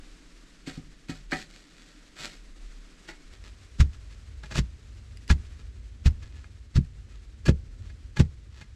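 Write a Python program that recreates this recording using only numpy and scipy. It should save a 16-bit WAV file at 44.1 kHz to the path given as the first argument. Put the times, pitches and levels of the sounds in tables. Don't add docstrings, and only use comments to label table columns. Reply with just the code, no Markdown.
import sys
import numpy as np
from scipy import signal
from scipy.fft import rfft, irfft
from scipy.io import wavfile

SR = 44100
rng = np.random.default_rng(int(sys.argv[2]) if len(sys.argv) > 2 else 0)


def generate_wav(sig):
    pcm = np.round(np.clip(np.atleast_2d(sig).T, -1, 1) * 32767).astype(np.int16)
    wavfile.write(sys.argv[1], SR, pcm)


N = 385875
TIME = np.arange(N) / SR


# frequency in Hz, level in dB per Hz.
FAR_AIR_COLOUR = [(70, -7), (110, -15), (175, 2.5), (230, -3), (300, 4), (420, -26), (800, -41),
                  (2000, -53)]
NEAR_AIR_COLOUR = [(12, -27), (28, -8.5), (52, 9.5), (80, 1.5), (110, -2.5), (150, -23.5), (220, -17),
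                   (350, -27.5), (500, -34), (800, -44.5), (2000, -75)]
FAR_AIR_DB, NEAR_AIR_DB = -61.5, -44.5
CLOSE_S = 3.3
# frequency in Hz, level in dB per Hz.
GUST_COLOUR = [(12, 5), (24, -7), (37, 8.5), (50, -11), (70, -54), (200, -68), (1000, -90)]
# time in seconds, level in dB.
GUST_LEVELS = [(0, -41), (0.4, -50.5), (1.0, -45), (1.22, -43), (1.7, -56.5), (2.3, -51), (2.6, -39.5),
               (2.9, -50.5), (3.2, -46)]
# frequency in Hz, level in dB per Hz.
LEAF_COLOUR = [(400, 5.5), (850, -5.5), (1300, 0), (1800, 1), (3200, -2.5), (4200, -2.5), (6000, -5.5),
               (8000, -7.5), (9200, -15.5), (11500, -21), (12800, -33), (15500, -43)]
# time in seconds, level in dB.
LEAF_LEVELS = [(0.0, -59.5), (1.46, -63.5), (2.85, -60), (3.19, -60.5), (5.04, -63), (5.53, -61),
               (5.7, -65), (8.19, -65.5), (8.75, -67)]
LEAF_GAIN_DB = 2

# frequency in Hz, t60 in seconds.
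PIT_TAIL = [(60, 0.51), (200, 0.064), (500, 0.18), (1500, 0.085), (8000, 0.097)]
# delay in seconds, level in dB.
NEAR_ECHOES = [(.0013, -44), (.0031, -19), (.0052, -24.5), (.0079, -21), (0.0133, -33)]

# frequency in Hz, level in dB per Hz.
CRUSHED_SAND = [(120, 14.5), (300, 5), (450, 4), (650, -3), (900, -2.5), (1400, 5), (2400, 2.5),
                (3400, 1.5), (4400, 1), (5800, -2.5), (7700, -5.5), (9000, -18), (11000, -20), (12500, -28),
                (15500, -38)]
SCRAPED_SAND = [(70, -15), (140, 11), (280, 5.5), (500, 2.5), (750, -1.5), (1000, -4), (1400, 4.5),
                (2100, 4), (3200, 3), (4300, 4.5), (6000, -2), (8000, -2), (9000, -15.5), (11000, -17),
                (15500, -32)]
# frequency in Hz, level in dB per Hz.
CRUMBLE_COLOUR = [(60, -4), (130, 4.5), (200, 8), (290, -5), (420, -14), (600, -25.5), (900, -22),
                  (2500, -51)]

# frequency in Hz, level in dB, t60 in seconds.
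LOG_TONES = [(657, -1.5, 0.037), (837, 0, 0.066), (895, -7, 0.0054), (1100, -42, 0.034), (1424, 13, 0.0054),
             (1673, 8, 0.042), (2117, -2, 0.077), (2430, 5, 0.038), (3070, -17, 0.048), (3280, -39, .03),
             (4530, 0.5, 0.055), (5250, -36, .03)]
# peak in seconds, level in dB,
# length in seconds.
SAND_SLIDES = [(3.455, -47, 0.027), (3.938, -48, 0.013), (4.117, -52.5, 0.029), (4.461, -49, 0.014),
               (5.46, -54.5, 0.017), (5.595, -56, 0.039), (6.235, -51, 0.036), (6.36, -54.5, 0.063),
               (7.13, -57.5, 0.061), (7.85, -59, 0.045), (8.575, -53.5, 0.069)]
SLIDE_RISE_SHARE, SLIDE_RING_DB, SLIDE_HZ = 0.36, -9, 1980

# start in seconds, level in dB.
GRIT_TICKS = [(4.483, -51), (5.172, -36.5), (5.243, -50), (5.279, -33), (6.108, -46), (6.848, -48.5)]
# frequency in Hz, level in dB, t60 in seconds.
GRIT_TONES = [(1890, -11, 0.018), (2680, -12.5, .02), (4570, -9.5, 0.022), (5660, -16, 0.0091),
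              (7170, -13.5, 0.012), (9500, -14, 0.0087), (13500, -25, 0.0067)]

# time in seconds, rubbing in dB, clack in dB,
# pitch in Hz that the contact drives most.
LOG_GRAZES = [(4.436, -44, -46.5, 1100), (4.511, -43, -45, 900), (4.522, -41.5, -44, 1290),
              (4.554, -33, -62, 1000), (5.301, -29.5, -27.5, 1430), (6.443, -56.5, -53.5, 1680),
              (7.463, -30.5, -42, 2660), (7.486, -29, -35.5, 1180), (7.9, -55, -60, 1830),
              (8.170, -35.5, -39.5, 1500), (8.200, -37, -35.5, 885), (8.614, -48.5, -51.5, 1900)]
GRAZE_RISE_S, GRAZE_FALL_S, GRAZE_RING_DB = 0.003, 0.0073, -3.5
GRAZE_KNOCK_DB = -1

# start in seconds, level in dB, pitch in Hz that the contact drives most,
# factor on the pitch of the tones, factor on the damping, thrown sand in dB.
SHOVEL_BLOWS = [(0.673, -31.5, 272, 0.98, 0.99, -38.5), (0.775, -30, 119, 0.96, 1.14, -75),
                (1.093, -26.5, 215, 0.99, 1.4, -41), (1.320, -25, 1880, 0.93, 1.2, -37),
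                (1.324, -24.5, 374, 1.0, 1.1, -62), (1.329, -22, 990, 1.0, 1.03, -67),
                (2.167, -48, 1780, 1.0, 1.4, -58), (3.087, -37, 840, 1.12, 0.64, -42.5)]
# frequency in Hz, level in dB, t60 in seconds.
SHOVEL_TONES = [(157.4, 0, 0.11), (272.3, 3.5, 0.095), (318, 4.5, 0.038), (369, -15, 0.064),
                (406, -16, 0.11), (569, -11.5, 0.067), (755, -10, 0.13), (829, -22.5, 0.18),
                (953, -22.5, 0.18), (1288, -7.5, 0.11), (1500, -12.5, 0.037), (1710, -10, .12),
                (1654, 0, 0.032), (1780, -1.5, 0.087), (1957, -10, 0.21), (2100, -6.5, 0.062),
                (2226, -9, 0.099), (2430, -3.5, 0.049), (2493, -2.5, 0.059), (3160, -15.5, 0.17),
                (3470, -17, 0.038), (4200, -44, 0.031), (4580, -3, 0.078), (6100, -19, .06)]
# peak in seconds, level in dB, length in seconds.
BLADE_SCRAPES = [(0.746, -49, 0.033), (1.155, -51.5, 0.045), (1.378, -41.5, 0.042), (1.416, -43, 0.0086),
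                 (1.545, -54.5, 0.08), (1.81, -57, 0.21), (2.205, -39.5, 0.034), (2.25, -40.5, 0.029),
                 (2.325, -50, 0.046), (3.335, -52.5, 0.02)]
SCRAPE_RISE_SHARE, SCRAPE_RING_DB, BLADE_HZ = 0.38, -11, 2220
BITE_LAG_S, BITE_RISE_S, BITE_FALL_S, BITE_RING_DB = 0.001, 0.0048, 0.015, -4.5

# time in seconds, push on the ground in dB, blow on the post in dB,
# delay of that blow in seconds, contact in seconds, factor on the ground's pitch,
# factor on the damping, crunch in dB, rise of the crunch in seconds.
LOG_STROKES = [(3.801, -6.5, -19.5, 0.0024, 0.00065, 0.98, 1.5, -26.5, 0.0057),
               (4.579, -17.5, -15, 0.0027, 0.00057, 0.78, 1.2, -26.5, 0.015),
               (5.304, -6, -12.5, 0.0012, 0.001, 0.968, 1.86, -26, 0.007),
               (6.060, -8.5, -39, 0.0027, 0.0005, 0.99, 1.42, -28, 0.0058),
               (6.758, -12, -10.5, 0.02, 0.00078, 1.0, 1.19, -30, 0.0057),
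               (7.482, -14.5, -11.5, 0.0025, 0.00021, 0.99, 1.08, -31, 0.0053),
               (8.194, -10.5, -8, 0.0018, 0.00047, 1.04, 1.3, -29.5, 0.0064)]
# frequency in Hz, level in dB, t60 in seconds.
GROUND_TONES = [(29.8, -10.5, 0.26), (50, -1.5, 0.015), (73.3, 2.5, 0.31), (100.8, -12, 0.34),
                (122.5, 0.5, 0.14)]
POST_TONES = [(137.1, 4.5, 0.13), (187.2, -2, 0.15), (229, -3, 0.11), (274.5, -4, 0.089), (354, -4, 0.089),
              (433, -10.5, 0.13), (482, -17.5, 0.17), (548, -7.5, 0.087), (624, -6, 0.035), (770, -38, .06)]
CRUNCH_LAG_S, CRUNCH_FALL_S, CRUNCH_RING_DB, CRUNCH_HZ = 0.0066, 0.0072, -21, 2400

EDGE_HZ = 15650


def gain_of(db):
    return 10 ** (np.asarray(db) / 20)


def evened(x):
    return x / np.sqrt(np.mean(x ** 2) + 1e-20)


def read(points, hz):
    f, value = np.transpose(points)
    return np.interp(np.log(hz + 1), np.log(f + 1), value)


def coloured(x, spectrum):
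    gains = gain_of(read(spectrum, np.fft.rfftfreq(N, 1 / SR)))
    return evened(irfft(rfft(x) * gains, N))


def wander(per_s):
    slow = np.fft.rfftfreq(N, 1 / SR) < per_s
    return evened(irfft(rfft(rng.standard_normal(N)) * slow, N))


def add(mix, s, sound):
    part = mix[max(round(s * SR), 0):][:len(sound)]
    part += sound[:len(part)]


def ring(modes, pitch=1, damping=1):
    t = np.arange(SR // 2) / SR
    out = np.zeros(len(t))
    for k, (hz, db, t60) in enumerate(modes):
        fade = np.exp(-np.log(1000) * t * damping / t60)
        out += (-1) ** k * gain_of(db) * fade * np.sin(2 * np.pi * hz * pitch * t)
    return out


def driven(modes, hz):
    rows = []
    for f, db, t60 in modes:
        ratio = f / hz
        rows.append((f, db + 15 * np.log10(2 * ratio ** 2 / (1 + ratio ** 4)), t60))
    return rows


def force(contact_s, yield_s, yield_share):
    t = np.arange(-SR // 30, SR // 100) / SR
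    stop = np.exp(-.5 * (t / contact_s) ** 2)
    yielding = np.where(t < 0, np.exp(t / yield_s), stop)
    return -t[0], (stop + yield_share * yielding) / stop.sum()


def swells(rows, rise_share, ring_db, hz):
    share = np.clip(rise_share, .1, .9)
    return [(s, db, share * length, (1 - share) * length, ring_db, hz) for s, db, length in rows]


def sand(strokes, spectrum, modes, grains_per_s, spread_db, damping):
    size = gain_of(spread_db * np.minimum(rng.exponential(1, N), 4))
    clumps = gain_of(1.8 * wander(300))
    present = rng.random(N) < grains_per_s / SR
    grains = evened(rng.standard_normal(N) * size * clumps * present)
    hiss = coloured(grains, spectrum)
    out = np.zeros(N)
    grips = rng.uniform(.98, 1.02, len(strokes))
    for (s, db, rise, fall, ring_db, hz), grip in zip(strokes, grips):
        span = slice(round((s - 8 * rise) * SR), round((s + 8 * fall) * SR))
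        t = TIME[span] - s
        steps = np.where(t < 0, t / rise, t / fall)
        press = gain_of(db) * np.exp(1 - np.hypot(1, steps))
        body = ring(driven(modes, hz), grip, damping)
        ringing = signal.fftconvolve(grains[span] * press, body / np.linalg.norm(body))
        add(out, s + t[0], hiss[span] * press)
        add(out, s + t[0], gain_of(ring_db) * ringing)
    echoes = sum(gain_of(db) * np.roll(out, round(late * SR)) for late, db in NEAR_ECHOES)
    return out + echoes


def pit(x, wet_db):
    taps = rng.standard_normal(SR // 2) * (np.arange(SR // 2) > .012 * SR)
    hz, t, z = signal.stft(taps, SR, nperseg=256)
    fade = np.exp(-np.log(1000) * t / read(PIT_TAIL, hz)[:, None])
    tail = signal.istft(z * fade, SR, nperseg=256)[1]
    return x + gain_of(wet_db) * signal.oaconvolve(x, tail / np.linalg.norm(tail))[:N]


def woods():
    near = np.clip((TIME - CLOSE_S) / 0.0089, 0, 1)
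    gust_gain = gain_of(np.interp(TIME, *np.transpose(GUST_LEVELS)))
    gusts = gust_gain * coloured(rng.standard_normal(N), GUST_COLOUR)
    far_air = gain_of(FAR_AIR_DB) * coloured(rng.standard_normal(N), FAR_AIR_COLOUR)
    near_gain = gain_of(NEAR_AIR_DB + 2 * wander(1.4))
    near_air = near_gain * coloured(rng.standard_normal(N), NEAR_AIR_COLOUR)
    rustle = coloured(rng.standard_normal(N) * gain_of(1.0 * wander(1700)), LEAF_COLOUR)
    leaf_db = LEAF_GAIN_DB + np.interp(TIME, *np.transpose(LEAF_LEVELS)) + 1.1 * wander(22)
    return (1 - near) * (far_air + gusts) + near * near_air + gain_of(leaf_db) * rustle


def slides():
    runs = swells(SAND_SLIDES, SLIDE_RISE_SHARE, SLIDE_RING_DB, SLIDE_HZ)
    return gain_of(-2) * sand(runs, CRUSHED_SAND, LOG_TONES, grains_per_s=2200, spread_db=3.5, damping=0.77)


def ticks():
    out = np.zeros(N)
    for s, db in GRIT_TICKS:
        add(out, s, gain_of(db) * ring(GRIT_TONES, rng.uniform(0.87, 1.14)))
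    return out


def grazes(contact_s=0.00063):
    rubs = [(s, db, GRAZE_RISE_S, GRAZE_FALL_S, GRAZE_RING_DB, hz) for s, db, _, hz in LOG_GRAZES]
    rubbing = sand(rubs, CRUSHED_SAND, LOG_TONES, grains_per_s=7100, spread_db=0, damping=1.0)
    out = gain_of(-1.5) * rubbing
    lead, push = force(contact_s, yield_s=0.003, yield_share=0.063)
    knock = signal.fftconvolve(ring(POST_TONES), push)
    for s, db, clack_db, hz in LOG_GRAZES:
        add(out, s - lead, gain_of(db + GRAZE_KNOCK_DB) * knock)
        add(out, s, gain_of(clack_db) * ring(driven(LOG_TONES, hz), damping=1.0))
    return out


def shovel():
    out = np.zeros(N)
    strokes = swells(BLADE_SCRAPES, SCRAPE_RISE_SHARE, SCRAPE_RING_DB, BLADE_HZ)
    for s, db, hz, pitch, damping, sand_db in SHOVEL_BLOWS:
        add(out, s, gain_of(db) * ring(driven(SHOVEL_TONES, hz), pitch, damping))
        strokes.append((s + BITE_LAG_S, sand_db, BITE_RISE_S, BITE_FALL_S, BITE_RING_DB, BLADE_HZ))
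    fine = sand(strokes, SCRAPED_SAND, SHOVEL_TONES, grains_per_s=8000, spread_db=-1.5, damping=1.1)
    grit = sand(strokes, SCRAPED_SAND, SHOVEL_TONES, grains_per_s=800, spread_db=2.5, damping=0.89)
    return out + gain_of(-5) * (fine + grit)


def rammer(yield_s=0.0035, yield_share=0.28, crumble_db=-20, crumble_rise_s=0.0052, crumble_s=0.027):
    out, settling, crunches = np.zeros(N), np.zeros(N), []
    for s, ground_db, post_db, late, contact, pitch, damping, crunch_db, rise in LOG_STROKES:
        lead, push = force(contact, yield_s, yield_share)
        thud = signal.fftconvolve(ring(GROUND_TONES, pitch, damping), push)
        knock = signal.fftconvolve(ring(POST_TONES, 0.96, damping), push)
        add(out, s - lead, gain_of(ground_db) * thud)
        add(out, s + late - lead, -gain_of(post_db) * knock)
        swell = np.exp(np.minimum((TIME - s) / crumble_rise_s, (s - TIME) / crumble_s))
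        settling += gain_of(ground_db) * swell
        crunches.append((s + CRUNCH_LAG_S, crunch_db, rise, CRUNCH_FALL_S, CRUNCH_RING_DB, CRUNCH_HZ))
    crumble = gain_of(crumble_db) * settling * coloured(rng.standard_normal(N), CRUMBLE_COLOUR)
    crunch = sand(crunches, CRUSHED_SAND, LOG_TONES, grains_per_s=10000, spread_db=2, damping=0.82)
    return gain_of(-4.0) * out + crumble + gain_of(-1.5) * crunch


def scene():
    digging = pit(shovel(), wet_db=-10.0)
    ramming = pit(rammer() + grazes() + slides() + ticks(), wet_db=-24.5)
    return (digging + ramming + woods())[None]


def record(dry):
    thinned = signal.sosfilt(signal.butter(2, 16, "highpass", fs=SR, output="sos"), dry)
    band_limit = signal.firwin(511, EDGE_HZ, window=("kaiser", 9), fs=SR)
    return signal.oaconvolve(thinned, band_limit[None], "same")


dry = scene()
out = record(dry)
generate_wav(out)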